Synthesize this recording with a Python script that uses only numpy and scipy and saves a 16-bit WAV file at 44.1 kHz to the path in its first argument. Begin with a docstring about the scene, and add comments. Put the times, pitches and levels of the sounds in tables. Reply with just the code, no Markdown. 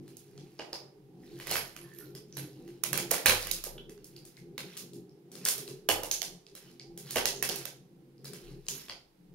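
"""Furnished room, carpeted floor: heeled shoes crack and grind a hard plastic toy train, two metres from a two-port mic.
Snaps are short noise bursts in four bands, with shell modes and room tails; grinding is dense random crackle.
Loose fragments and debris ring as decaying sines; stick-slip ticks drive squeaks; noise-burst thumps are dull blows.
The floor booms as slow-rising low sines under weight shifts; hum is noise in room resonances, over faint hiss."""
import sys
import numpy as np
from scipy import signal
from scipy.fft import rfft, irfft, next_fast_len
from scipy.io import wavfile
from scipy.ndimage import uniform_filter1d

SR = 44100
rng = np.random.default_rng(int(sys.argv[2]) if len(sys.argv) > 2 else 0)


def to_linear_factor(level_db):
    """Convert decibel levels (scalar or array-like) to linear amplitude factors."""
    exponent = np.asarray(level_db, float) / 20
    return 10 ** exponent


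def generate_wav(signal):
    """Clip the signal to [-1, 1] and save it as 16-bit WAV at the path in sys.argv[1]."""
    frames = np.transpose(np.atleast_2d(signal))
    scaled = np.clip(frames, -1, 1) * 32767
    pcm = np.round(scaled).astype(np.int16)
    wavfile.write(sys.argv[1], SR, pcm)


N = 411894

# room resonances (centre [Hz], width [Hz], relative level [dB])
HUM_RESONANCES = [(26.8, 9.8, -13.5), (65.4, 31, -25.5), (105.5, 3.8, -16), (139.4, 12.9, 0),
                  (176.1, 23, -5), (200, 48, -13.5), (255, 29, -12.5), (307, 18, -7), (344.6, 10.2, 1.5),
                  (402.4, 44, -2.5), (490, 70, -16.5), (767, 92, -21)]
# hum level (time [s], level [dB])
HUM_LEVELS = [(0, -44), (.2, -54.5), (2.3, -51), (3.3, -50), (3.55, -61), (3.8, -49.5), (4.151, -57.5),
              (4.349, -50.5), (6.2, -54), (6.45, -60.5), (6.903, -52), (8.6, -52.5), (9.05, -65.5),
              (9.34, -57)]
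# hiss spectrum (frequency [Hz], relative density [dB per Hz])
HISS_SPECTRUM = [(280, -17), (480, -2), (653, -14.5), (768, -9.5), (1140, -17), (4950, -22), (7680, -28),
                 (10800, -24), (15700, -27), (15950, -69)]
HISS_LEFT_DB, HISS_RIGHT_DB = -73.5, -69.5
# microphone colour (frequency [Hz], gain [dB], left minus right [dB])
MIC_COLOUR = [(30, 1, 8), (100.7, 3.5, 1.5), (285, 2.5, 1), (746, -5.5, -6), (2840, 4, -3), (5000, 8, -1.5),
              (6800, 3.5, -8), (8100, -3.5, 6), (8800, 1.5, 4), (11400, -3, -13), (14800, -11, -7.5),
              (15750, -7, -7), (15950, -40, -0.5)]
RIGHT_LAG_SAMPLES = 2

# floor modes, thud then sway (frequency [Hz], t60 [s], rise [s])
FLOOR_MODES = [(99, 0.56, 0.014), (30.78, 0.88, 0.045)]
# weight landing on the floor (time [s], thud level [dB], sway level [dB])
WEIGHT_SHIFTS = [(1.499, -56, -54), (3.256, -38, -38.5), (3.449, -61.5, -45), (5.887, -45.5, -44),
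                 (7.163, -55.5, -48), (3.621, -65, -43.5), (8.42, -79, -45)]
# heel landing on the floor with a dull thump (time [s], level [dB])
HEEL_THUMPS = [(.592, -19.5), (.729, -23), (1.51, -18.5), (3.113, -11.5), (3.259, -21), (3.665, -25.5),
               (5.888, -5.5), (6.034, -20.5), (6.217, -27), (7.16, -10.5), (7.493, -21)]
THUMP_LO_HZ, THUMP_HI_HZ, THUMP_DECAY_S = 392, 830, 0.02

# sole bearing down and grinding (full pressure from [s], crackle level [dB], held [s])
SOLE_PRESSES = [(.05, -70.5, 0.77), (1.25, -65.5, 0.16), (1.516, -37.5, 0.031), (1.7, -67, 0.33),
                (2.05, -69, 0.012), (2.381, -57, 0.047), (2.55, -70.5, 0.21), (2.93, -62.5, 0.035),
                (3.1, -59, 0.085), (3.31, -42, 0.11), (3.45, -55.5, 0.136), (4.05, -71, 0.31),
                (4.67, -58.5, 0.07), (4.785, -61.5, 0.0088), (5.48, -44, 0.019), (5.6, -67.5, 0.15),
                (5.92, -82, 0.21), (6.6, -62, 0.098), (7.098, -48, 0.06), (7.499, -48, 0.091),
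                (8.29, -61.5, 0.22), (8.74, -53.5, 0.067)]
PRESS_RISE_DB_PER_S, PRESS_FALL_DB_PER_S = 210, 182.5
# one piece sliding against another (start [s], end [s], frequency [Hz], level [dB])
SLIDES = [(1.788, 2.063, 1765, -67.5), (1.798, 1.885, 1074, -67.5), (1.994, 2.054, 1430, -67),
          (1.94, 2.016, 12000, -50.5)]
# loose fragments singing when nudged (time [s], level [dB], frequency [Hz])
LOOSE_FRAGMENTS = [(0.591, -44, 5000), (0.7315, -33.5, 5000), (1.235, -61, 1930), (1.564, -22, 11400),
                   (1.814, -41, 11200), (2.151, -46, 5000), (2.326, -47, 5940), (2.372, -29, 11400),
                   (3.64, -27, 11700), (3.78, -48.5, 3010), (3.782, -55, 1480), (3.783, -49, 3330),
                   (4.166, -60, 2800), (4.164, -48.5, 4670), (4.374, -58, 1830), (4.376, -55, 2095),
                   (5.095, -63.5, 5330), (6.1128, -22.5, 6500), (6.797, -45, 4780), (6.801, -55.5, 2225),
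                   (7.363, -40, 6500), (8.181, -64, 4930), (8.253, -44.5, 4870), (8.684, -27.5, 6800),
                   (8.753, -30.5, 12000), (8.897, -38.5, 4700)]
FRAGMENT_T60_S, SPLINTER_T60_S, SPLINTER_HZ = 0.03, 0.01, 4000  # thin splinters from this pitch up die sooner
PIECE_LO_HZ, PIECE_HI_HZ, PIECE_T60_S, PIECE_MODES = 801, 5000, 0.02, 7
PIECE_DB, PIECE_DB_PER_KNOCK_DB = -12.5, 0.71  # relative to the bite
DEBRIS_DB, DEBRIS_HI_HZ, DEBRIS_T60_S = -19.5, 5640, 0.008  # level relative to the crackle

# snaps, some of them a wall's echo about 12 ms after the snap before (time [s], bite level [dB], knock re bite
# [dB], splinter treble re bite [dB], left minus right [dB])
SNAP_EVENTS = [(0.0791, -49, -1, -1, 7), (0.169, -48, -14, 4.5, -6), (0.378, -37, -15, -26, -1),
               (0.5952, -32.5, 1, -30, -5), (0.729, -31.5, -2.5, -10, -2), (1.4001, -36, 1, -5.5, 2),
               (1.4702, -28.5, -3, -9, -13), (1.504, -25, -2, -7.5, 0), (1.512, -22, -2, -2, -3.5),
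               (1.556, -28, 8.5, -2.5, -3), (1.567, -30, 1, -4, -16), (1.7642, -47.5, 11.5, 6, -3),
               (1.937, -52.5, -13, -1, -5), (2.151, -37.5, -7.5, -4.5, -3), (2.369, -29, -2.5, -5, -3),
               (2.6779, -50, 4, -3, -4), (2.8367, -23, -2.5, -1, -16), (2.9303, -19.5, -1, -5, -14),
               (2.976, -16.5, -6, -7.5, -13.5), (3.109, -26, -5, -1.5, -6.5), (3.1125, -19.5, -2.5, 1, -10),
               (3.131, -27, -4.5, -6, -6.5), (3.141, -23.5, 0, -4.5, -7), (3.18, -29, -4.5, -4.5, -5),
               (3.2591, -9.5, -0.5, -3.5, -9), (3.2653, -20, 5.5, -8.5, -3.5), (3.275, -25, -3, -9.5, -5),
               (3.286, -24, 2, 0, -5), (3.2959, -17.5, 6.5, 0, -5.5), (3.304, -22.5, -2, -12.5, -4),
               (3.47, -30.5, -2, -4, -10.5), (3.5132, -17, -27, -6, -13), (3.6395, -25.5, -12.5, -4, -5),
               (3.895, -49, 2.5, 3, 0.5), (3.978, -52, -3.5, -25, -19), (4.044, -49.5, -8, 7, 0),
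               (4.1654, -47, -20, -3.5, -6), (4.252, -40.5, -17, -3.5, 8), (4.369, -40.5, -26, -13, 14),
               (4.5796, -31.5, 4, -3, -3), (4.769, -47.5, 3, 8.5, 8.5), (4.7743, -25, -41, -8, 5.5),
               (4.934, -40, -20, -5.5, 8), (5.317, -37.5, -12.5, -5, 4), (5.354, -34, -11, -9, 18),
               (5.452, -22.5, -13, 4, 3), (5.4612, -30.5, 9, -7, 2), (5.468, -23.5, -10.5, -6.5, 3),
               (5.486, -20, -44, 4, 0), (5.58, -28, -12, -3, -2.5), (5.678, -28.5, -17, -10, 11),
               (5.8889, -15, 0, -1, -3.5), (5.901, -31, -4.5, -5.5, -2), (6.034, -30.5, -3.5, 1.5, -3.5),
               (6.114, -14, -28, -8.5, -4), (6.218, -19.5, -19, -16, -21.5), (6.2293, -23.5, -57, -9, -8),
               (6.4665, -39, -19, -31, -1), (6.552, -36.5, -6, -2.5, -0.5), (6.797, -36.5, -22, -45, 2),
               (6.976, -32.5, -16.5, -3, 2), (7.108, -26, -53, -3, 0), (7.1585, -14.5, 0, -7, -1.5),
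               (7.171, -24, 3.5, -17, -10.5), (7.256, -9, -18.5, -12.5, -11.5), (7.426, -16, -7, -5.5, -8),
               (7.4901, -20.5, -10, -8.5, -14), (7.4966, -19.5, -22.5, -22, -12),
               (7.5591, -32, -34, -0.5, -12.5), (7.6542, -27, -9, -8.5, -19), (8.245, -41, -5, -1, 2),
               (8.256, -35.5, -8.5, -6, 16), (8.334, -35, -5.5, -7, 20.5), (8.667, -36.5, -19, -40, 3),
               (8.6859, -21, -23, -8, 16), (8.6956, -33.5, -41, -24, 0), (8.884, -33.5, -6, -14, 8),
               (8.897, -34.5, 4, -37, 12)]
# body, knock, bite, splinter bands (low [Hz], high [Hz], gain [dB], burst decay [s], room t60 [s], room send [dB])
SNAP_BANDS = [(426, 737, 2, 0.0054, 0.48, -12), (840, 2630, 3.5, 0.0012, 0.33, -19.5),
              (2200, 9500, 2, 0.00088, 0.39, -24), (8700, 22000, 14.5, 0.0022, 0.29, -22)]
GRIND_DB = (-3.5, -6.0, -11.5, 1.0)  # crackle gain in each snap band
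# plastic shell modes (frequency [Hz], relative level [dB], t60 [s])
SHELL_MODES = [(463, -2.5, 0.12), (564.5, 10.5, 0.11), (601, 9, 0.017), (820, 1.5, 0.013),
               (1442, -4, 0.021), (10500, 5, 0.0074)]
BODY_DB, BODY_DB_PER_KNOCK_DB = -12.5, 0.57  # more knock brings more hollow body
BURST_RISE_S = 0.00065


def shape(x, hz, db):
    """Colour by straight lines of dB over log frequency."""
    f = np.fft.rfftfreq(N, 1 / SR) + 1
    return irfft(rfft(x) * to_linear_factor(np.interp(np.log(f), np.log(hz), db)), N)


def unit(x):
    """Scale to rms 1."""
    return x / np.sqrt(np.mean(x ** 2))


def walk(rate_hz):
    """Random levels held 1 / rate_hz, then slewed twice."""
    hold = int(SR / rate_hz)
    steps = np.repeat(rng.standard_normal(N // hold + 1), hold)
    return 2.08 * uniform_filter1d(uniform_filter1d(steps, hold), hold)[:N]


def ring(x, hz, t60_s):
    """One decaying mode struck by x."""
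    pole = np.exp((2j * np.pi * hz - np.log(1000) / t60_s) / SR)
    return signal.lfilter([1], [1, -pole], x).imag


def bandpass(lo_hz, hi_hz):
    """Second-order Butterworth band filter."""
    return signal.butter(2, [lo_hz, hi_hz], "bandpass", fs=SR, output="sos")


def add_at(out, start_s, sound):
    """Add one event in place."""
    out[int(start_s * SR):][:len(sound)] += sound


def room(x, t60_s, likeness):
    """Diffuse tail that builds up after the first reflection; partly alike at the two ports."""
    t = np.arange(int(0.6 * SR)) / SR
    mid, side = rng.standard_normal((2, len(t)))
    fade = np.clip((t - 0.004) / 0.006, 0, 1) * 1000 ** (-t / t60_s)
    # early reflections arrive in lumps before the tail evens out
    lumps = np.repeat(rng.standard_normal(len(t) // 90), 90)
    fade = fade * to_linear_factor(5 * np.exp(-t / 0.06) * lumps)
    tail = fade * (mid + np.sqrt(1 - likeness) * side * np.array([[1], [-1]]))
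    tail = tail / np.sqrt(np.sum(fade ** 2)) * 5
    return signal.fftconvolve(x[None], tail, axes=1)[:, :N]


def hiss():
    """Independent coloured noise at each port."""
    noise = unit(shape(rng.standard_normal((2, N)), *np.transpose(HISS_SPECTRUM)))
    return noise * to_linear_factor([[HISS_LEFT_DB], [HISS_RIGHT_DB]])


def hum():
    """Noise in low room resonances, each wavering alone and all in lumps, nearly alike at both ports."""
    size = next_fast_len(N)
    f = np.fft.rfftfreq(size, 1 / SR) + 1
    groups = np.zeros((2, 2, N))  # deep or upper, port, sample
    lumps = walk(16)
    for hz, width_hz, db in HUM_RESONANCES:
        peak = 1 / (1 + ((f / hz - hz / f) * hz / width_hz) ** 2 / 2)
        mid, side = (irfft(rfft(rng.standard_normal(size)) * peak, size)[:N] for _ in range(2))
        ports = mid + 0.17 * side * np.array([[1], [-1]])
        groups[int(hz > 90)] += to_linear_factor(db + 2 * walk(7) + 2 * lumps) * ports
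    deep, upper = groups / np.sqrt(np.mean(groups.sum(axis=0) ** 2))
    s, db = np.transpose(HUM_LEVELS)
    # the deepest resonances stay at the mean level while the rest swells
    return deep * to_linear_factor(db.mean()) + upper * to_linear_factor(np.interp(np.arange(N) / SR, s, db))


def floorboards():
    """Weight excites two low board modes that rise slowly and decay."""
    out, t = np.zeros(N + 2 * SR), np.arange(2 * SR) / SR
    for k, (hz, t60_s, rise_s) in enumerate(FLOOR_MODES):
        boom = (1 - np.exp(-t / rise_s)) ** 2 * 1000 ** (-t / t60_s) * np.sin(2 * np.pi * hz * t)
        for s, *db in WEIGHT_SHIFTS:
            add_at(out, s, to_linear_factor(db[k]) * boom)
    return out[:N]


def thumps():
    """Dull blows: decaying band noise that the room holds for a moment."""
    near, t = np.zeros(N + SR), np.arange(SR // 10) / SR
    for s, db in HEEL_THUMPS:
        add_at(near, s, to_linear_factor(db) * rng.standard_normal(len(t)) * np.exp(-t / THUMP_DECAY_S))
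    near = signal.sosfilt(bandpass(THUMP_LO_HZ, THUMP_HI_HZ), near[:N])
    return near + to_linear_factor(-17.0) * room(near, 0.53, 0.38)


def squeak():
    """Quick uneven stick-slip ticks keep one thin mode singing while a piece slides."""
    t, out = np.arange(N) / SR, np.zeros(N)
    for start_s, end_s, hz, db in SLIDES:
        slips = (rng.random(N) < 100 / SR) * rng.standard_normal(N)  # 100 ticks per s on average
        sliding = np.clip(np.minimum(t - start_s, end_s - t) / 0.014, 0, 1)
        out += to_linear_factor(db) * sliding * unit(ring(slips, hz, 60 / hz))
    return out


def crackle(rate_hz=320, spread_db=3.8):
    """Random small fractures, few large and many small, following the pressure of the sole."""
    s, db, held_s = np.transpose(SOLE_PRESSES)[:, :, None]
    t = np.arange(0, N, 64) / SR
    rise_db = PRESS_RISE_DB_PER_S * np.clip(s - t, 0, None)
    fall_db = PRESS_FALL_DB_PER_S * np.clip(t - s - held_s, 0, None)
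    pressure = to_linear_factor(db - rise_db - fall_db).sum(axis=0)
    hit, size, sign = rng.random((3, N))
    grains = (hit < rate_hz / SR) * to_linear_factor(-spread_db * np.log(size + 0.005)) * np.sign(sign - 0.5)
    return unit(grains) * np.interp(np.arange(N) / SR, t, pressure)


def debris():
    """Every ground bit gives one short ring at a pitch of its own."""
    bits, t = crackle(rate_hz=600, spread_db=2.8), np.arange(SR // 80) / SR
    at = np.flatnonzero(bits)[:, None]
    hz = PIECE_LO_HZ * (DEBRIS_HI_HZ / PIECE_LO_HZ) ** rng.random(at.shape)
    rings = to_linear_factor(DEBRIS_DB) * bits[at] * np.sin(2 * np.pi * hz * t) * 1000 ** (-t / DEBRIS_T60_S)
    return np.bincount((at + np.arange(len(t))).ravel(), rings.ravel(), N + SR)


def fragments():
    """Fragments, broken pieces, debris and squeaks ring in struck modes, near and through the room."""
    near, t = np.concatenate([squeak(), np.zeros(SR)]), np.arange(SR // 10) / SR
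    for s, db, hz in LOOSE_FRAGMENTS:
        # two weaker neighbours widen the ring of an uneven piece
        modes = ((0.94, 0.35), (1, 1), (1.05, 0.35))
        cluster = sum(gain * np.sin(2 * np.pi * hz * ratio * t) for ratio, gain in modes)
        t60_s = FRAGMENT_T60_S if hz < SPLINTER_HZ else SPLINTER_T60_S
        add_at(near, s, to_linear_factor(db) * 1000 ** (-t / t60_s) * cluster)
    # every broken piece has a few modes of its own
    for s, bite_db, knock_db, _, _ in SNAP_EVENTS:
        pitch, strength = rng.random((2, PIECE_MODES, 1))
        hz = PIECE_LO_HZ * (PIECE_HI_HZ / PIECE_LO_HZ) ** pitch
        modes = strength * np.sin(2 * np.pi * hz * t) * 1000 ** (-t / PIECE_T60_S)
        level = to_linear_factor(bite_db + PIECE_DB + PIECE_DB_PER_KNOCK_DB * knock_db)
        add_at(near, s, level * modes.sum(axis=0))
    near = (near + debris())[:N]
    return near + to_linear_factor(-15.0) * room(near, 0.33, 0.054)


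def plastic():
    """Snaps and crackle, band by band: direct burst, shell ring, room tail."""
    s, bite_db, knock_db, splinter_db, pan_db = np.transpose(SNAP_EVENTS)
    body_db = BODY_DB + BODY_DB_PER_KNOCK_DB * knock_db
    at, t, out = (s * SR).astype(int), np.arange(1024) / SR, np.zeros((2, N))
    shared = crackle()
    luck = rng.standard_normal((len(s), len(SHELL_MODES)))
    tear = np.sign(rng.standard_normal((len(s), len(t))))
    relative_db = (body_db, knock_db, 0 * s, splinter_db)
    for band, rel_db, grind_db in zip(SNAP_BANDS, relative_db, GRIND_DB):
        lo, hi, gain_db, decay_s, t60_s, room_db = band
        sos = bandpass(lo, hi)
        size = to_linear_factor(bite_db + rel_db + gain_db) * np.sqrt(SR / 2 / (hi - lo)) / 2
        click_gain = np.sqrt(decay_s * SR / 2)
        # some fractures are broad, others sound in one band only
        grind = to_linear_factor(grind_db) * (shared + crackle())
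        envelope = (1 - np.exp(-t / BURST_RISE_S)) * np.exp(-t / decay_s)
        bursts, clicks = np.zeros((2, N + len(t))), np.zeros(N)
        for i, level, pan, noise in zip(at, size, pan_db, tear):
            burst = noise * envelope + 0.43 * click_gain * (t == 0)
            bursts[:, i:i + len(t)] += level * burst * to_linear_factor(np.array([[pan], [-pan]]) / 2)
        bursts = bursts[:, :N]
        # the walls hear a snap from all sides, which evens out its colour: add a plain click
        clicks[at] = size * click_gain
        near = signal.sosfilt(sos, bursts + grind)
        far = signal.sosfilt(sos, clicks + 0.6 * bursts.mean(axis=0) + grind)
        # every snap strikes the band's shell modes with its own chance strengths
        for (hz, db, ring_t60_s), chance in zip(SHELL_MODES, luck.T):
            if lo <= hz < hi:
                blows = np.zeros(N)
                blows[at] = to_linear_factor(bite_db + rel_db + db - 33.5 + 1.1 * chance)
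                shell = ring(blows, hz, ring_t60_s)
                near, far = near + shell, far + shell
        out += near + to_linear_factor(room_db) * room(far, t60_s, np.clip(680 / hi, 0, 1))
    return out


def scene():
    """Hum, floor, thumps, fragments and breaking plastic."""
    return hum() + floorboards() + thumps() + fragments() + plastic()


def low_pass(x):
    """Removes everything above the highest recorded frequency."""
    return signal.sosfilt(signal.butter(12, 16950, fs=SR, output="sos"), x)


def record(dry):
    """The left port hears first; each port has its own colour and hiss."""
    hz, db, tilt_db = np.transpose(MIC_COLOUR)
    left = shape(dry[0], hz, db + tilt_db / 2)
    right = np.roll(shape(dry[1], hz, db - tilt_db / 2), RIGHT_LAG_SAMPLES)
    mix = np.tanh(np.array([left, right]) + hiss())  # rounds off the loudest snaps
    return low_pass(mix)


dry = scene()
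out = record(dry)
generate_wav(out)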